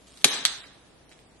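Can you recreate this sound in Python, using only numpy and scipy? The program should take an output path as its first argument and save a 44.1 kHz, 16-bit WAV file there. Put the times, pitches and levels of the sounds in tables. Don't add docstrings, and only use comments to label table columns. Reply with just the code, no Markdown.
import sys
import numpy as np
from scipy import signal
from scipy.fft import rfft, irfft
from scipy.io import wavfile
from scipy.ndimage import uniform_filter1d

SR = 44100
rng = np.random.default_rng(int(sys.argv[2]) if len(sys.argv) > 2 else 0)


def persist_wave(psi):
    counts = np.round(np.clip(psi, -1, 1) * 32767).astype(np.int16)
    wavfile.write(sys.argv[1], SR, np.atleast_2d(counts).T)


def volts(x):
    e = np.asarray(x, float) / 20
    return 10 ** e


N = 61739
RING_T = np.arange(2048) / SR


def evened(x):
    return x / np.sqrt(np.mean(x ** 2) + 1e-20)


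def read(points, hz):
    f, value = np.transpose(points)
    return np.interp(np.log(hz + 1), np.log(f + 1), value)


def ring(hz, width_hz, level_db):
    return volts(level_db) * np.exp(-np.pi * width_hz * RING_T) * np.sin(2 * np.pi * hz * RING_T)


def strike(start_s, sound):
    return np.r_[np.zeros(round(start_s * SR)), sound, np.zeros(N)][:N]


def paired(length, shape_db, same):
    frames = length // 256 + 5
    hz = np.fft.rfftfreq(1024, 1 / SR)
    a, b, c, d = rng.standard_normal((frames, 513, 4)).T
    like = np.clip(read(same, hz), -1, 1)[:, None]
    left = a + 1j * b
    right = like * left + np.sqrt(1 - like ** 2) * (c + 1j * d)
    level_db = shape_db(hz[:, None], np.arange(frames) * 256 / SR)
    spectra = np.array([left, right]) * volts(level_db)
    return signal.istft(spectra, nperseg=1024, noverlap=768)[1][:, :length]


def rumble():
    centre_hz, width_hz, level_db = 56.3, 18, -68
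    hz = np.fft.rfftfreq(N, 1 / SR)
    band = 1 / (1 + (2 * (hz - centre_hz) / width_hz) ** 2)
    return volts(level_db) * evened(irfft(rfft(rng.standard_normal(N)) * band, N))


def air():
    # pitch_hz, level_db (per Hz)
    air_colour = [(30, -23.5), (52, -10.5), (110, -6.5), (300, -7.5), (650, -11), (1200, -18.5),
                  (8700, -26), (12000, -27)]
    # pitch_hz, likeness (-1 to 1)
    air_same = [(60, 0.93), (240, 0.55), (950, 0.29), (3770, -0.11), (15000, -0.03)]
    level_db = -56
    lumps_db = evened(uniform_filter1d(rng.standard_normal(N // 256 + 5), 5))

    def shape_db(hz, t):
        return read(air_colour, hz) + 0.5 * lumps_db / (1 + hz / 600)

    return volts(level_db) * evened(paired(N, shape_db, air_same))


def room(x):
    # pitch_hz, t60_s
    room_t60 = [(150, 0.75), (400, 0.61), (1000, 0.74), (3000, 0.59), (6000, 0.48), (11000, 0.33)]
    # pitch_hz, level_db
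    room_colour = [(100, -8), (300, -7.5), (1000, 1.37), (3000, -3.35), (6000, -0.04), (11000, -1.5)]
    # pitch_hz, likeness (-1 to 1)
    room_same = [(60, 1.0), (240, 0.66), (950, 0.9), (3770, 0.042), (15000, 0.12)]
    # pitch_hz, level_db
    hall_colour = [(200, -19.5), (800, -15), (3000, -28.5), (8000, -36.5)]
    # delay_s, left_db, right_db
    echoes = [(.0016, -13.5, -20), (.0036, -25.5, -25), (.0056, -18, -16), (.0068, -18.5, -15.5),
              (.0079, -16, -20.5), (.0106, -21, -16), (.0142, -22.5, -20.5), (.0175, -27, -23)]
    tail_db, rise_s, hall_t60_s = -7, 0.003, 1.7
    scatter_s, scatter_db = .0013, 0.5

    def shape_db(hz, t):
        near_db = -60 * t / read(room_t60, hz)
        far_db = read(hall_colour, hz) - 60 * t / hall_t60_s
        return read(room_colour, hz) + np.maximum(near_db, far_db)

    tail = paired(SR, shape_db, room_same)
    tail = tail * (1 - np.exp(-(np.arange(SR) / SR / rise_s) ** 2))
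    tail = volts(tail_db) * tail / np.linalg.norm(tail[0])

    early = np.zeros((2, SR))
    for k, (delay_s, left_db, right_db) in enumerate(echoes):
        at = round(delay_s * SR)
        early[0, at] = (-1) ** k * volts(left_db)
        early[1, at + 3 * (k % 3 - 1)] = (-1) ** k * volts(right_db)
    scatter = rng.standard_normal((2, 200)) * np.exp(-np.arange(200) / SR / scatter_s)
    scatter = np.c_[np.ones(2), volts(scatter_db) * scatter / np.linalg.norm(scatter[0])]
    early = signal.fftconvolve(early, scatter, axes=1)[:, :SR]
    return signal.fftconvolve(x, tail + early, axes=1)[:, :N]


def creep():
    # start_s, level_db
    creep_level = [(0, -63.5), (.06, -65.5), (0.074, -58), (.14, -54), (.155, -60), (.175, -50.5),
                   (.2, -56.5), (0.223, -51), (.232, -69.5), (.243, -71), (0.261, -67), (.9, -73.5),
                   (1.07, -88), (1.096, -74), (1.12, -60.5), (1.15, -69), (1.199, -69), (1.26, -76.5)]
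    # pitch_hz, level_db
    creep_colour = [(530, -39.5), (900, -14), (2390, -12), (3100, -5), (6200, -10), (9560, -6.5),
                    (12000, -19), (15600, -56), (22000, -120)]
    ticks_per_s, spread_db = 940, 1.5
    sizes = volts(spread_db * np.minimum(rng.exponential(1, N), 4))
    ticks = sizes * (rng.random(N) < ticks_per_s / SR) * rng.choice([-1., 1.], N)
    colour_db = read([(300, -45)] + creep_colour, np.fft.rfftfreq(N, 1 / SR))
    coloured = irfft(rfft(ticks) * volts(colour_db), N)
    start_s, level_db = np.transpose(creep_level)
    return volts(np.interp(np.arange(N) / SR, start_s, level_db)) * evened(coloured)


def flap():
    # start_s, pitch_hz, width_hz, level_db
    span_modes = [
        (.2450, 860, 160, -11),
        (.2452, 1569, 221, -7.5),
        (.2447, 1200, 300, -15),
        (.2530, 295, 71, -8.5),
        (.2525, 400, 65, -10),
        (.2530, 520, 110, -18.5),
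        (.2545, 115, 63, -22),
        (.4522, 200, 145, -25.5),
        (.4524, 1890, 576, -9),
        (.4522, 730, 600, -20.5),
    ]
    out = np.zeros(N)
    for start_s, hz, width_hz, level_db in span_modes:
        swell = np.minimum(RING_T * hz / .8, 1)
        out += strike(start_s, swell * ring(hz, width_hz, level_db))
    return out


def slips():
    # start_s, level_db, tilt_db (brightness per octave), pan_db (left over right)
    releases = [(0.2426, -18, -6, -1), (.2444, 8.5, 2.5, 2.5), (.2447, 9, 2.5, -0.4), (0.245, 4, 2.1, -1.3),
                (.2459, 6, -0.9, -1.5), (.2467, 2, 4.8, 2.3), (.2481, 3.5, .6, 3.7), (.2501, -6, 5.5, -4),
                (.2522, 0.5, 6.2, -0.3), (.4521, 4, 0.35, -0.5), (0.453, -5.5, 2.7, -3),
                (.0716, -43, 2.5, -0.3), (0.174, -30.5, -0.5, -3), (.2152, -34, 1.7, -0.5),
                (0.2368, -37, -9, -1.5), (.6405, -41, -23, -6), (1.0934, -40, 8.7, 1),
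                (1.1155, -37.5, -15.5, -2.5), (1.1193, -41, -7, -2), (1.1238, -38.5, -13.5, -1),
                (1.1409, -45.5, -9, .1), (1.0863, -47, -3, -4), (1.1316, -43, -11, .1),
                (1.191, -40, -7.5, -4)]
    # pitch_hz, width_hz, level_db
    body = [(2027, 810, -8.5), (2610, 800, -10.5), (3746, 705, 0.47), (4606, 1200, -4), (6170, 940, -3.5),
            (7900, 1316, -1.5), (10650, 1300, -9)]
    paths = 3
    skew, lag_s = .04, .00006
    swell_s, radiate_hz = 0.00015, 463
    out = np.zeros((paths, 2, N))
    swell = 1 - np.exp(-(RING_T / swell_s) ** 2)
    signs = rng.choice([-1., 1.], (len(releases), len(body)))
    for j, (start_s, level_db, tilt_db, pan_db) in enumerate(releases):
        for side in (1, -1):
            sound = np.zeros(len(RING_T))
            for k, (hz, width_hz, mode_db) in enumerate(body):
                heard_hz = hz * (1 + skew * side * (-1) ** k)
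                bright_db = mode_db + tilt_db * np.log2(hz / 3700)
                sound += signs[j, k] * ring(heard_hz, width_hz, bright_db)
            sound = volts(level_db + side * pan_db / 2) * swell * sound
            out[j % paths, (1 - side) // 2] += strike(start_s - side * lag_s / 2, sound)
    return signal.sosfilt(signal.butter(2, radiate_hz, "high", fs=SR, output="sos"), out)


def scene():
    tape = slips()
    tape[0] += flap()
    tape[1] += creep()
    return sum(path + room(path) for path in tape) + air() + rumble()


def starved(x):
    # pitch_hz, share_of_time
    dropouts = [(2500, .0), (4000, .07), (6000, .2), (9000, .24), (10800, .3), (11800, .6)]
    drop_db, spared_db = -20, -25
    hz, t, z = signal.stft(x, SR, nperseg=1024, noverlap=768)
    luck = rng.random((len(t) // 4 + 2, 47))
    luck = np.repeat(np.repeat(luck, 11, axis=1), 4, axis=0)
    luck = luck[2:len(t) + 2, :513].T
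    luck = np.minimum(luck, np.roll(luck, 4, axis=1) * 2)
    spared = uniform_filter1d((abs(z) ** 2).sum((0, 1)), size=5) > volts(2 * spared_db)
    muted = (luck < read(dropouts, hz)[:, None] * 1.05) & ~spared
    lost = z * muted * (1 - volts(drop_db))
    return x - signal.istft(lost, SR, nperseg=1024, noverlap=768)[1][:, :N]


def roll_off(x):
    return signal.sosfilt(signal.butter(12, 17460, fs=SR, output="sos"), x)


def record(dry):
    edge_hz, splash_db = 11900, -26
    knee_db, squeeze, grab_s, recover_db_per_s = -9.5, 1, 0.0071, 120
    edge = signal.firwin(255, edge_hz, window=("kaiser", 9), fs=SR)[None]
    dull = signal.oaconvolve(dry, edge, "same")

    power = abs(uniform_filter1d((dull ** 2).mean(0), 101, origin=50))
    power_db = 10 * np.log10(power + 1e-12)
    fall_db = np.arange(N) * recover_db_per_s / SR
    held_db = np.maximum.accumulate(power_db + fall_db) - fall_db
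    over_db = np.maximum(held_db - knee_db, 0)
    r = np.exp(-1 / (grab_s * SR))
    duck_db = squeeze * signal.lfilter([1 - r], [1, -r], over_db)

    clipped = np.clip(dull / volts(duck_db), -1, 1)
    splash = clipped - signal.oaconvolve(clipped, edge, "same")
    mix = starved(clipped - (1 - volts(splash_db)) * splash)
    return roll_off(np.clip(mix, -1, 1))


dry = scene()
out = record(dry)
persist_wave(out)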